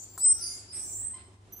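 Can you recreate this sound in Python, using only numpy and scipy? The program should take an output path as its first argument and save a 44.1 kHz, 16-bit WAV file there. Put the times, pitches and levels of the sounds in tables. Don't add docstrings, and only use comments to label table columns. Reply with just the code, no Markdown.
import sys
import numpy as np
from scipy import signal
from scipy.fft import rfft, irfft
from scipy.io import wavfile

SR = 44100
rng = np.random.default_rng(int(sys.argv[2]) if len(sys.argv) > 2 else 0)


def gain_from_db(level_db):
    decades = np.asarray(level_db, float) / 20
    return 10 ** decades


def store_pcm(level_fs):
    pcm = np.round(np.clip(level_fs, -1, 1) * 32767).astype(np.int16)
    wavfile.write(sys.argv[1], SR, np.atleast_2d(pcm).T)


N = 70560
LEAD = 11025
TOTAL = N + LEAD


def seconds():
    return np.arange(-LEAD, N) / SR


def rms_one(x):
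    return x / np.sqrt(np.mean(x ** 2) + 1e-20)


def at_hz(points, hz):
    curve_hz, value = np.array(points).T
    return np.interp(np.log(hz), np.log(curve_hz), value)


def drift(rate_hz):
    r = np.exp(-2 * np.pi * rate_hz / SR)
    wander = signal.lfilter([1], [1, -2 * r, r * r], rng.standard_normal(TOTAL + SR))
    return rms_one(wander[SR:])


def coloured(spectrum, alike):
    hz = np.maximum(np.arange(TOTAL // 2 + 1) * SR / TOTAL, 10)
    octaves_below = np.maximum(np.log2(spectrum[0][0] / hz), 0)
    tilt = gain_from_db(at_hz(spectrum, hz) - 20 * octaves_below)
    mid, side = rfft(rng.standard_normal((2, TOTAL))) * tilt
    c = np.clip(at_hz(alike, hz), 0, 1)
    both = np.sqrt(1 + c) * mid + np.sqrt(1 - c) * side * [[1], [-1]]
    return rms_one(irfft(both, TOTAL))


def place(x, direct_db, wet_db, pan_db, lag=0):
    wet_pan = 0.42 * pan_db / 2
    return np.array([np.roll(x, lag) * gain_from_db(direct_db + pan_db / 2),
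                     x * gain_from_db(direct_db - pan_db / 2),
                     x * gain_from_db(wet_db + wet_pan),
                     x * gain_from_db(wet_db - wet_pan)])


def call(contour, trill_hz=30, top_s=0., overtones_db=(), throat_hz=15500, jitter_hz=15, shimmer_db=1, low_db=0):
    t = seconds()
    s, hz, db, *depth_hz = np.transpose(contour)
    swing = 0
    if depth_hz:
        swing = np.interp(t, s, depth_hz[0]) * np.cos(2 * np.pi * trill_hz * (t - top_s))
    pitch = np.interp(t, s, hz) + swing + jitter_hz * drift(61.6)
    phase = 2 * np.pi * np.cumsum(pitch) / SR
    tone = np.sin(phase)
    for k, db_k in enumerate(overtones_db, 2):
        throat_loss_db = 0.0085 * np.maximum(k * pitch - throat_hz, 0)
        tone = tone + gain_from_db(db_k - throat_loss_db) * np.sin(k * phase)
    loudness_db = np.interp(t, s, db, -150, -150) + shimmer_db * drift(60) - low_db * swing / 1000
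    return np.sqrt(2) * tone * gain_from_db(loudness_db)


def room(x):
    # pitch_hz, t60_s
    room_t60 = [(1200, .8), (3500, .7), (8000, .42), (14000, .22)]
    early_t60_s, early_db, first_echo_s = .15, -4, .004
    t = np.arange(SR) / SR
    edges = 300 * 2 ** np.arange(0, 6.1, .5)
    white = rng.standard_normal((2, 2, SR))
    echoes = 0
    for k, (low, high) in enumerate(zip(edges, edges[1:])):
        t60 = at_hz(room_t60, np.sqrt(low * high))
        early = gain_from_db(2 * early_db - 120 * t / early_t60_s) / early_t60_s
        tail = gain_from_db(-120 * t / t60) / t60
        fall = np.sqrt(early + tail) * (t > first_echo_s)
        bandpass = signal.butter(2, [low, high], "band", fs=SR, output="sos")
        band = signal.sosfilt(bandpass, white[k % 2])
        echoes = echoes + band * fall / np.sqrt(np.sum(fall ** 2))
    return signal.fftconvolve(x, echoes, axes=1)[:, :x.shape[1]]


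def fan():
    # time_s, level_db
    fan_effort = [(0, 1.5), (.3, 3.5), (.7, 3), (.82, 5.5), (1.08, 3), (1.2, 3), (1.4, -1.5), (1.6, 4)]
    # pitch_hz, level_db (rms), wander_db
    hum_lines = [(48.4, -72, -4.5), (77.2, -70, 5.5), (99.9, -60, -3.5), (373, -77.5, 5)]
    # pitch_hz, level_db (per Hz)
    room_noise = [(34, -30), (42, -12), (150, -16), (380, -15), (500, -24), (750, -20), (1600, -30),
                  (9500, -37), (12500, -57)]
    # pitch_hz, likeness (0 to 1)
    likeness = [(60, 0.7), (250, 0.77), (480, 0.84), (1000, 0.11), (8000, 0.11)]
    t = seconds()
    effort_db = np.interp(t, *np.transpose(fan_effort))
    hum = 0
    for hz, db, wander_db in hum_lines:
        level = np.sqrt(2) * gain_from_db(db + wander_db * drift(4.1))
        hum = hum + level * np.sin(2 * np.pi * hz * t + 0.16 * drift(9.8) + rng.uniform(0, 5.28))
    air = gain_from_db(-61.5 + effort_db + 0.89 * drift(15)) * coloured(room_noise, likeness)
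    return hum * gain_from_db(0.8 * effort_db) + air


def scuffles():
    # start_s, length_s, level_db
    bursts = [
        (0.355, 0.3, -64),
        (0.715, 0.08, -58.5),
        (1.148, 0.061, -63),
    ]
    # pitch_hz, level_db (per Hz)
    scuffle_colour = [(900, -2), (1400, 7.5), (2500, 8), (3300, 5.5), (4500, 7.5), (6000, -38.5),
                      (8000, -59)]
    t = seconds()
    swell = 0
    for s, length, db in bursts:
        rise = np.clip((t - s) / 0.03, 0, 1)
        fall = np.exp(-np.maximum(t - s - length, 0) / 0.044)
        swell = swell + gain_from_db(db) * rise * fall
    noise = coloured(scuffle_colour, [(100, .01), (10000, .01)]) * swell * gain_from_db(1.5 * drift(17))
    return np.vstack([noise, 0 * t, 0 * t])


def birds():
    # time_s, pitch_hz, level_db
    squawk_contour = [(1.128, 990, -92), (1.136, 1015, -60), (1.152, 1035, -57), (1.175, 1030, -63),
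                      (1.205, 1030, -66), (1.225, 1030, -76), (1.25, 1035, -66), (1.275, 1030, -74),
                      (1.3, 1025, -95)]
    # start_s, length_s, pitch_hz, level_db
    far_chirps = [
        (0.339, 0.12, 1381, -63.5),
        (0.436, 0.12, 2143, -66),
        (0.712, 0.081, 2358, -63.5),
        (0.965, 0.058, 1856, -64.5),
    ]
    squawk = call(squawk_contour, overtones_db=(-7, -10.5, -14, -14), jitter_hz=7.36, shimmer_db=1.5)
    far = 0
    for s, length, hz, db in far_chirps:
        end = s + length
        chirp = [(s, hz, db - 10), (s + .02, hz, db), (end, hz, db), (end + .02, hz, db - 20)]
        far = far + call(chirp, jitter_hz=13)
    return place(squawk, -0.49, 3.1, 0.44) + place(far, -10.0, -0.63, 0.27)


def cage():
    # time_s, level_db (peak)
    knocks = [
        (0.1777, -40),
        (0.1805, -43.5),
        (1.4734, -74.5),
        (1.5925, -56),
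    ]
    # pitch_hz, level_db, t60_s
    modes = [(773, -10.5, 0.36), (1056, 6, 0.026), (1290, 10, 0.039), (1514, 2.5, 0.02),
             (3830, -20.5, 0.0171), (7600, 16, 0.026), (8600, 12, 0.026)]
    # pitch_hz, level_db (per Hz)
    rustle_colour = [(3000, -25.5), (4300, -6), (5500, -7), (8000, 1), (14500, -2), (16000, -15)]
    rustle_s, rise_s, fall_s, rustle_db = .177, 0.012, 0.021, -33.5
    ring = np.zeros(TOTAL)
    strength_db = rng.normal(0, 1.1, (len(knocks), len(modes)))
    for k, (hz, level_db, t60) in enumerate(modes):
        clicks = np.full(TOTAL, 1e-18)
        for (s, db), own_db in zip(knocks, strength_db):
            clicks[int(s * SR) + LEAD] = gain_from_db(db + level_db - 12 + own_db[k])
        r = gain_from_db(-60 / (t60 * SR))
        w = 2 * np.pi * hz / SR
        ring += signal.lfilter([0, np.sin(w)], [1, -2 * r * np.cos(w), r * r], clicks)
    u = np.maximum(seconds() - rustle_s, 0)
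    puff = (1 - np.exp(-u / rise_s)) * np.exp(-u / fall_s) * gain_from_db(rustle_db + 4 * drift(300))
    hiss = coloured(rustle_colour, [(100, 0.6), (10000, 0.48)]) * puff
    return place(ring, 0.3, -8, 3) + np.vstack([hiss, gain_from_db(-10) * hiss])


def distant_monkeys():
    # time_s, pitch_hz, level_db, and for trills depth_hz (vibrato)
    earlier_low = [(-.1, 4770, -86, 200), (.02, 4470, -64.5, 250), (.14, 4840, -72, 200),
                   (.17, 4400, -86, 198)]
    earlier = [(-.2, 6000, -37, 600), (-.15, 6530, -63.5, 900), (-.03, 7194, -47, 1163),
               (0.0, 6960, -60, 291), (.04, 7120, -49, 99)]
    peeps = [(.07, 7450, -80), (.09, 7500, -60), (.114, 7530, -55), (.126, 7480, -75), (.137, 7390, -52),
             (.158, 7370, -56), (.166, 7400, -85)]
    rising = [(.195, 4530, -70, 195), (.215, 5080, -40, 284), (.25, 5296, -44, 208), (.33, 5680, -44, 350),
              (.44, 5995, -44, 537), (.5, 6490, -44.5, 580), (.55, 7160, -43.5, 518), (.59, 7700, -54, 402),
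              (.61, 7200, -79, 384)]
    level_trill = [(.39, 4950, -85, 250), (.405, 5000, -51, 400), (.43, 4950, -44, 250),
                   (.455, 4870, -44, 170), (.49, 4900, -50, 300), (.53, 4850, -52, 350),
                   (.57, 4800, -58, 300), (.61, 4750, -64, 250), (.63, 4750, -85, 250)]
    rising_again = [(.68, 4970, -50, 155), (.698, 4980, -45.5, 153), (.76, 5560, -50, 292),
                    (.82, 6094, -49.5, 540), (.88, 6270, -52.5, 560), (.94, 6350, -47, 507),
                    (.985, 5880, -108, 309.5), (1.0, 5800, -84, 300)]
    falling = [(.7, 9350, -75, 100), (.718, 9100, -53, 350), (.737, 8800, -36.5, 600),
               (.81, 8650, -37.5, 680), (.87, 8250, -41, 950), (.96, 7950, -39, 650),
               (1.015, 8080, -37, 220), (1.062, 8220, -29, 50), (1.078, 8180, -41, 40),
               (1.135, 8150, -66, 40)]
    last = [(1.52, 6060, -85), (1.525, 6060, -56), (1.536, 6080, -53), (1.546, 6070, -57),
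            (1.561, 6030, -66), (1.566, 6150, -54), (1.58, 6180, -54), (1.592, 6140, -62),
            (1.62, 6250, -55)]
    low_call = call(earlier_low, trill_hz=28.2, overtones_db=(1.5,), jitter_hz=81)
    early_call = call(earlier, trill_hz=27.84, overtones_db=(-18,))
    peep_call = call(peeps, overtones_db=(-8,))
    rise = call(rising, trill_hz=25, top_s=.503, overtones_db=(-14,), throat_hz=12500, jitter_hz=50)
    steady = call(level_trill, trill_hz=29.5, top_s=.416, overtones_db=(2,), jitter_hz=25, shimmer_db=3)
    second_rise = call(rising_again, trill_hz=27, top_s=.825, overtones_db=(-12,), throat_hz=12500, jitter_hz=90)
    descent = call(falling, trill_hz=31, top_s=.718, overtones_db=(-18,), throat_hz=15300,
                   jitter_hz=70, shimmer_db=3, low_db=5)
    last_call = call(last, overtones_db=(6,), jitter_hz=25, shimmer_db=1.5)
    return (place(low_call, -49, 1.0, .3)
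            + place(early_call, 4, 6.3, 5.5)
            + place(peep_call, -0.59, 2, 5.7)
            + place(rise, -11, -1, 8, 3)
            + place(steady, 1, 2, -3)
            + place(second_rise, -15, 0, 2, 3)
            + place(descent, -9, 0, -5, 6)
            + place(last_call, 2, -10, -5))


def near_whistle():
    # time_s, pitch_hz, level_db
    whistle = [(.179, 7680, -60), (.184, 7760, -43), (.226, 8005, -27), (.25, 8095, -18.5),
               (.27, 8120, -18), (.321, 8140, -18), (.328, 8240, -22), (.334, 8700, -33), (.341, 8850, -70)]
    near = place(call(whistle, jitter_hz=1.5, shimmer_db=.1), 0, -11.5, 1)
    near[1] = .35 * near[1] + .8 * np.roll(near[1], 1)
    return near


def scene():
    mix = scuffles() + birds() + cage() + distant_monkeys() + near_whistle()
    direct, sent = mix[:2], mix[2:]
    return (direct + room(sent) + fan())[:, LEAD:]


def low_pass(x):
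    return signal.sosfilt(signal.butter(12, 16660, fs=SR, output="sos"), x)


def record(dry):
    cut = signal.sosfilt(signal.cheby2(10, 50, 16550, fs=SR, output="sos"), dry)
    return low_pass(cut)


dry = scene()
out = record(dry)
store_pcm(out)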